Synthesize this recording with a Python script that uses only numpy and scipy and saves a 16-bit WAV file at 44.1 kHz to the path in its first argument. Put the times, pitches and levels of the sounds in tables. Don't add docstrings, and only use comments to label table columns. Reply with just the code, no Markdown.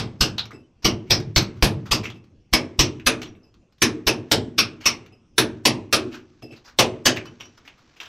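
import sys
import numpy as np
from scipy import signal
from scipy.fft import rfft, irfft
from scipy.io import wavfile
from scipy.ndimage import uniform_filter1d

SR = 44100
rng = np.random.default_rng(int(sys.argv[2]) if len(sys.argv) > 2 else 0)


def unload_wav(signal):
    wavfile.write(
        sys.argv[1],
        SR,
        np.round(np.clip(np.atleast_2d(signal).T, -1, 1) * 32767).astype(np.int16),
    )


def voltage_ratio(level):
    return 10 ** (np.asarray(level, float) / 20)


N = 356321
LEAD, SPAN = 4410, 30000


def evened(x):
    return x / np.sqrt(np.mean(x ** 2, -1, keepdims=True) + 1e-20)


def joules(x, energy_db):
    return voltage_ratio(energy_db) * x * np.sqrt(SR / np.sum(x ** 2, -1, keepdims=True))


def read(points, hz):
    f, value = np.transpose(points)
    return np.interp(np.log(hz + 1), np.log(f + 1), value)


def coloured(x, db_of_hz):
    gain = voltage_ratio(db_of_hz(np.fft.rfftfreq(x.shape[-1], 1 / SR)))
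    return irfft(rfft(x) * gain, x.shape[-1])


def add(mix, start_s, sound):
    part = mix[round(start_s * SR) + LEAD:][:len(sound)]
    part += sound[:len(part)]


def struck(modes, count, spread_db, flutter_hz):
    hz, db, t60 = np.transpose(modes)[:, None, :, None]
    t = np.arange(int(min(t60.max() * SR, SPAN))) / SR
    luck = rng.standard_normal((count, len(modes), 2, 65))
    knot = np.minimum(t * flutter_hz, 62)
    k = knot.astype(int)
    wander = luck[..., k] * (1 - knot + k) + luck[..., k + 1] * (knot - k)
    sine, cosine = np.moveaxis(wander, 2, 0)
    phase = 2 * np.pi * hz * t
    decay = voltage_ratio(db + spread_db * luck[:, :, 0, -1:] - 60 * t / t60)
    ring = decay * ((0.13 + sine) * np.sin(phase) + cosine * np.cos(phase))
    ring *= 1 - np.exp(-t * hz)
    return ring.sum(1) / np.linalg.norm(voltage_ratio(db)) / 1.6


def bite(rise_ms, hold_ms, grain_db, size):
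    t_ms = np.arange(size) / SR * 1000
    grains = rng.standard_normal((len(rise_ms), 2, size))
    force = grains[:, 0] * voltage_ratio(grain_db * evened(uniform_filter1d(grains[:, 1], 30)))
    return evened(force) * (1 - np.exp(-(t_ms / rise_ms) ** 2)) * np.exp(-t_ms / hold_ms)


# pitch_hz, t60_s
NEAR_T60 = [(60, 0.76), (160, 0.86), (420, 0.64), (1100, 0.23), (2900, 0.17), (7700, 0.13), (14000, 0.03)]
# pitch_hz, t60_s
FAR_T60 = [(60, 0.92), (400, .85), (1500, 0.64), (5000, 0.26), (8000, 0.35), (10000, .2), (13000, .15)]


def room(x, near_db, far_db, size=SPAN):
    hz, t, air = signal.stft(rng.standard_normal((len(x), size)), SR, nperseg=256)
    padded = np.pad(x, ((0, 0), (0, size)))[:, :size]
    power = abs(signal.stft(padded, SR, nperseg=256)[2]) ** 2
    near_t60, far_t60 = (read(table, hz)[:, None] for table in (NEAR_T60, FAR_T60))
    near = voltage_ratio(-120 * t / near_t60) / near_t60
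    far = voltage_ratio(-120 * t / far_t60) / far_t60
    echo = (voltage_ratio(2 * near_db) * near + voltage_ratio(2 * far_db) * far) * (t > 0) * t[1] * 6 * np.log(10)
    spread = abs(signal.fftconvolve(power, echo[None], axes=2)[..., :len(t)])
    noise = air * np.sqrt(spread / np.mean(abs(air) ** 2))
    tail = signal.istft(noise, SR, nperseg=256)[1][:, :size]
    tail = signal.lfilter(*signal.butter(2, 130., "high", fs=SR), tail)
    tail[:, :x.shape[1]] += x[:, :size]
    return tail


# pitch_hz, level_db (per Hz)
HUM = [(15, -36), (25, 0.5), (301, -7), (504, -15), (571, -19), (1770, -34), (2690, -26.5), (3800, -36.5),
       (5780, -31.5), (9000, -50.5), (11700, -81), (19800, -120)]


def hum():
    frames, hz = N // 256 + 5, np.fft.rfftfreq(1024, 1 / SR)
    a, b, patches = rng.standard_normal((frames, 513, 3)).T
    patches = evened(uniform_filter1d(uniform_filter1d(patches, 12, 0), 14, 1))
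    z = (a + 1j * b) * voltage_ratio(read(HUM, hz)[:, None] + 2.9 * patches)
    return voltage_ratio(-60) * evened(signal.istft(z, nperseg=1024, noverlap=768)[1][:N])


# pitch_hz, level_db (per Hz)
GRIT = [(100, -20), (400, 3), (1200, 8), (3000, 3.5), (6000, 1), (7500, -10), (9500, -25), (12500, -14),
        (15500, -19), (16100, -40.5)]
# time_s, level_db
SWEEP = [(5.9, -106), (6.02, -68.5), (6.45, -65), (6.66, -68), (7.07, -77), (7.16, -60.5), (7.83, -60.5),
         (8.08, -60)]


def trickle():
    sand_db, peak_s, spread_s, clump_db = -61, 0.15, 0.1, 2.5
    grains = rng.standard_normal((2, N))
    clumps = voltage_ratio(clump_db * evened(uniform_filter1d(grains[1], 200)))
    sand = coloured(grains[0] * clumps, lambda hz: read(GRIT, hz) - 12.0 * (hz > 8000))
    t = np.arange(0, N + 256, 256) / SR
    blow_s = np.transpose(BLOWS)[0][:, None]
    pours = np.exp(-((t - blow_s - peak_s) / spread_s) ** 2).max(0)
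    level = voltage_ratio(sand_db) * pours + voltage_ratio(np.interp(t, *np.transpose(SWEEP)))
    return voltage_ratio(-3.5) * np.interp(np.arange(N) / SR, t, level) * evened(sand)


def debris(start_s, level_db, centre_hz, spill_ms, grain_db, focus_db):
    spill_ms = np.clip(spill_ms, 1, 60)
    force = bite(.5 * spill_ms, spill_ms, grain_db, size=8192)

    def colour(hz):
        octaves = np.log2((hz + 1) / centre_hz)
        return read(GRIT, hz) - np.minimum(44.0 * octaves ** 2, abs(focus_db))

    grit = coloured(force, colour) * np.linspace(1, 0, 8192)
    grit /= abs(grit).max(1, keepdims=True)
    return zip(start_s[:, 0], voltage_ratio(level_db - 2.5) * room(grit, -0.5, -19.5, size=16000))


# start_s, level_db, centre_hz, length_ms
SPILLS = [(0.819, -32.5, 5200, 22), (1.0475, -46, 2460, 59), (1.283, -52.5, 2540, 22),
          (1.5474, -45, 1240, 40), (1.8534, -31.5, 1230, 17), (2.0292, -25, 2260, 20.3),
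          (2.151, -48, 2980, 13), (3.245, -34, 3000, 20), (7.396, -29.5, 3000, 17),
          (7.16, -21.5, 3000, 8.4), (4.2688, -50, 1770, 31), (4.802, -34.5, 2545, 21),
          (4.8249, -28.5, 2660, 74), (6.103, -32.5, 2630, 44), (6.1385, -30.5, 1600, 11),
          (6.42, -37, 2780, 5.7), (6.5072, -41.5, 2640, 38), (6.5594, -39.5, 4130, 13),
          (6.638, -39, 5150, 26), (6.6692, -36.5, 1480, 19), (7.2533, -31.5, 1220, 5.9),
          (7.574, -39, 1180, 6.1), (7.6445, -41, 1990, 22), (7.7697, -48, 1266, 25), (7.958, -42, 2590, 17),
          (7.9987, -28.5, 2840, 18.7), (8.0474, -31, 3110, 18)]


def spills():
    return debris(*np.transpose(SPILLS)[:, :, None], grain_db=3, focus_db=8.5)


# start_s, level_db, centre_hz, focus_db (how far the pitch stands out)
CHIPS = [(0.38, -10, 3530, 17.5), (0.391, -10, 3800, 15), (0.4544, -28, 4500, -1),
         (0.5154, -30.5, 1570, 20.5), (1.1994, -25.5, 1257, 0.5), (2.0537, -18, 2550, 17.5),
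         (2.0994, -27.5, 3080, 11), (2.2394, -48, 2650, 4), (2.2694, -59.5, 2580, 9),
         (2.9961, -29.5, 2114, 18.5), (3.2156, -20, 2440, 9), (3.228, -23, 3040, 7.5),
         (3.3493, -44, 2730, 20), (3.7229, -53, 4550, 7), (5.0604, -37, 2560, 6.5),
         (7.1706, -15.5, 2310, 16), (7.4066, -23, 2690, 11), (7.4525, -36, 5730, 3),
         (7.6755, -29.5, 2720, 12), (8.0007, -20.5, 2980, 14), (8.0294, -27, 3500, 8),
         (3.781, -47.5, 3600, 5.5), (3.54, -43.5, 1213, 8), (0.507, -30.5, 1300, 19)]


def chips():
    start_s, level_db, centre_hz, focus_db = np.transpose(CHIPS)[:, :, None]
    return debris(start_s, level_db, centre_hz, 3.7 + 0 * start_s, 4.5, focus_db)


# start_s, level_db (the chisel's lowest mode),
# then relative to it chisel_second_db, hammer_low_db, hammer_high_db
TOUCHES = [(0.5293, -53, 1.5, -12, -25.5), (0.6, -71, -15, 5, -8), (2.142, -63.5, -7, -14, -22.5),
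           (3.268, -74, -14, -10, 16), (3.3504, -67.5, -24, -26, -25), (3.4288, -67.5, 2, -15, -21),
           (5.1187, -64, -1, -9, -20.5), (6.4223, -48.5, -6, -21, -25.5), (6.5043, -56, -7, -6, -20),
           (7.2582, -59.5, -13, 5, -3), (7.398, -60, -25, 15, 10), (7.45, -65.5, -25, 6, 14)]
# pitch_hz, level_db, t60_s
TOUCH = [
    [(2650, 0, .09)],
    [(3000, 0, .1)],
    [(5100, 0, .08)],
    [(5720, 0, .09)],
    [(7800, 0, .07), (9720, -6, .07), (11050, -3, .07), (11800, -5, .07)],
]


def touches():
    start_s, level_db, second_db, low_db, high_db = np.transpose(TOUCHES)[:, :, None]
    force = bite(2 + 0 * start_s, 27.0, 3.0, size=4096)
    force /= np.linalg.norm(force, axis=1, keepdims=True)
    count = len(start_s)
    steel = 0
    for modes, mode_db in zip(TOUCH, (0, low_db, second_db, high_db, -17.5)):
        steel = steel + voltage_ratio(mode_db) * struck(modes, count, 0.59, 55.)[:, :2800]
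    sound = room(signal.fftconvolve(force, steel, axes=1), -12.0, -22.0, size=20000)
    thump = struck(WALL + BOOM[:2], count, 1, 60.)[:, :14000] * np.linspace(1, 0, 14000)
    sound[:, :thump.shape[1]] += voltage_ratio(4.5) * thump
    knock = struck(BRICK + STEEL[4][:2], count, 1, 130.)
    sound[:, :knock.shape[1]] += voltage_ratio(-4.5) * knock
    return zip(start_s[:, 0], voltage_ratio(level_db + 14.0) * sound)


# start_s (the edge bites), crush_db (energy), rise_ms (build-up),
# wall_db (thump into the wall), steel_db (ring of the steel)
BLOWS = [(-0.05, -40.5, 19, -42, -44), (0.2056, -39, 2.5, -41.5, -32.5), (0.8427, -42, 6.1, -34.5, -31.5),
         (1.098, -39, 10.6, -39, -29.5), (1.3604, -38, 0.36, -37.5, -33), (1.6234, -38, 1.2, -35, -54.5),
         (1.9083, -41, 6.4, -40.5, -34.5), (2.5263, -37, 12, -35.5, -29.5),
         (2.7881, -36, 5.1, -35.5, -29.5), (3.0598, -38, 13, -37.5, -37.5), (3.8185, -37, 0.29, -32.5, -35),
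         (4.0642, -39.5, 13, -35.5, -34.5), (4.3114, -36.5, 3.7, -34.5, -37.5),
         (4.5764, -38.5, 9.9, -42.5, -29.5), (4.8531, -40, 7.8, -46.5, -28), (5.379, -37, 2.2, -33.5, -44),
         (5.6522, -35.5, 2.4, -34, -35), (5.9252, -37, 3, -37, -36.5), (6.786, -34.5, 3, -34.5, -37),
         (7.0524, -36, 7.9, -36, -32.5)]
# time_s, air_db (swing), behind (0-1), hollow_db (brick under the edge)
STANCE = [(-0.05, -57, 0, -6.5), (0.2, -38, 0.14, 1), (0.85, -44, 0.49, -3), (1.1, -47.5, 0, 2.5),
          (1.36, -35, 0, -0.5), (1.62, -29.5, 0.15, 0.5), (1.901, -43, 0.2, 1.5), (2.53, -38, 1.05, 0),
          (2.79, -34.5, 0.4, -3), (3.059, -45, 1.08, 2.5), (3.82, -54, 1.1, -13),
          (4.061, -43.5, 0.99, -0.5), (4.3, -56, 0.7, 1.5), (4.859, -68.5, 0.8, -6.5),
          (5.38, -70, 0.93, -3.5), (5.93, -62, 0.94, 3), (6.79, -69, 0.74, 8.5), (7.05, -76, 0.94, 4)]
# pitch_hz, level_db (per Hz)
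CRUSH = [(300, -8), (900, -11), (2000, -3.5), (3600, -0.5), (6000, -3), (7200, -13.5), (8250, -11),
         (9000, -24.5), (10600, -25.5), (12600, -18), (14000, -21), (15600, -26), (16100, -42)]
# pitch_hz, level_db, t60_s
STEEL = [
    [(2606, 0, .06), (2990, -2, .03), (2250, -4, .03), (2750, -3, .01)],
    [(5110, -2, .04), (5390, -1, .03), (5580, 0, .03), (4290, -3, .02), (6230, -3, .015), (4700, -3, .012)],
    [(9720, 0, .075), (9850, -5, .03)],
    [(11790, 0, .035), (12050, -3, .015), (13150, -8, .015)],
    [(1000, -2, .02), (1200, 0, .025), (1500, -2, .015), (1735, -1, .02)],
]
# energy_db, ring_share (of the blow's ring), behind_db (gained behind the worker)
STEEL_LAW = [
    (-39.5, .4, 5.5),
    (-32.5, 0.82, -1.5),
    (-62.5, -0.7, 19),
    (-50.5, -0.11, 5.5),
    (-43, -0.29, 4.5),
]
# pitch_hz, level_db, t60_s
WALL = [(241.8, -1.5, 0.59), (314, -1.5, 0.58), (365.5, -3.5, 0.59), (437, -4.5, 0.48), (354, -8, 0.059)]
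# pitch_hz, level_db, t60_s
BRICK = [(532, 0, 0.33), (626, -3, 0.37), (728.5, -1.5, 0.24), (858, -5, 0.24)]
# pitch_hz, level_db, t60_s
BOOM = [(104.8, -6, 0.93), (125.05, -0.5, 0.45), (78.7, -14.5, 0.5), (146, -7.5, 0.71), (198, -6.5, 0.65),
        (48, -16.5, 0.56)]
BLUR_HZ = 52, 130, 45


def blows():
    start_s, crush_db, rise_ms, wall_db, steel_db = np.transpose(BLOWS)[:, :, None]
    when, *stance = np.transpose(STANCE)
    air_db, behind, hollow_db = (np.interp(start_s, when, curve) for curve in stance)
    count = len(start_s)

    hold_ms = np.maximum(19.5 - 7.5 * behind - 0.55 * rise_ms, 3)
    force = bite(np.clip(rise_ms, .3, 30), hold_ms, 6.7, size=6144)
    t_ms = np.arange(6144) / SR * 1000
    force = force * np.exp(np.minimum(t_ms, rise_ms) / hold_ms)
    crush = coloured(force, lambda hz: read(CRUSH, hz)) * np.linspace(1, 0, 6144)
    sound = np.zeros((count, SPAN))
    sound[:, :6144] = joules(crush, crush_db + 3.5)

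    extra_ring_db = steel_db + 34
    for modes, (usual_db, share, behind_db) in zip(STEEL, STEEL_LAW):
        ring = signal.fftconvolve(force, struck(modes, count, 0.83, 140.0), axes=1)
        ring_db = usual_db + share * extra_ring_db + behind_db * behind - 5.5
        sound[:, :ring.shape[1]] += joules(ring, ring_db)
    sound[:, :ring.shape[1]] += joules(ring, STEEL_LAW[-1][0] + hollow_db - 12.5)
    sound = room(sound, -0.068, -17.5)

    brick_db = wall_db - 6.5 + hollow_db
    boom_db = wall_db + 4 - 11.5 * behind
    for modes, low_db, flutter_hz in zip((WALL, BRICK, BOOM), (wall_db, brick_db, boom_db), BLUR_HZ):
        low = struck(modes, count, 1.1, flutter_hz)
        t = np.arange(low.shape[1]) / SR
        swell = 1 - np.exp(-(t / (0.0014 + rise_ms / 1000)) ** 2)
        sound[:, :low.shape[1]] += joules(low * swell, low_db)

    u = np.arange(6000) / SR / 0.0072
    sound[:, :6000] += joules(u * np.exp(-u) * -np.cos(2.0 * u), air_db)
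    return zip(start_s[:, 0], sound)


def scene():
    mix = np.zeros(N + LEAD)
    for source in (spills, chips, touches, blows):
        for start_s, sound in source():
            add(mix, start_s, sound)
    return np.tile(mix[LEAD:] + hum() + trickle(), (2, 1))


def band_limit(x):
    return signal.sosfilt(signal.butter(12, 16480, fs=SR, output="sos"), x)


def record(dry):
    mid = 1.25 * np.tanh(dry[0] / 1.2)
    smear_db, smear_ms = -31.5, 6.3
    smear = rng.standard_normal(1000) * np.exp(-np.arange(1000) / (smear_ms * SR / 1000))
    smear /= np.linalg.norm(smear)
    backwards = np.diff(mid, prepend=0)[::-1]
    mid = mid + voltage_ratio(smear_db) * signal.oaconvolve(backwards, smear)[:N][::-1]
    mid = signal.oaconvolve(mid, signal.firwin(255, 16300, fs=SR), "same")
    hz, t, z = signal.stft(mid, SR, nperseg=512)
    luck = rng.random((len(t) // 6 + 1, 18)).repeat(6, 0)[:len(t)]
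    luck = luck.T[np.arange(len(hz)) // 15]
    chance = read([(4200, 0), (4400, .03), (8000, .04), (11000, .12), (15000, .2)], hz)[:, None]
    noise = (luck < chance) * abs(z) * np.exp(2j * np.pi * rng.random(z.shape))
    side = voltage_ratio(-2.0) * signal.istft(noise, SR, nperseg=512)[1][:N]
    return band_limit(np.array([mid + side, mid - side]))


dry = scene()
out = record(dry)
unload_wav(out)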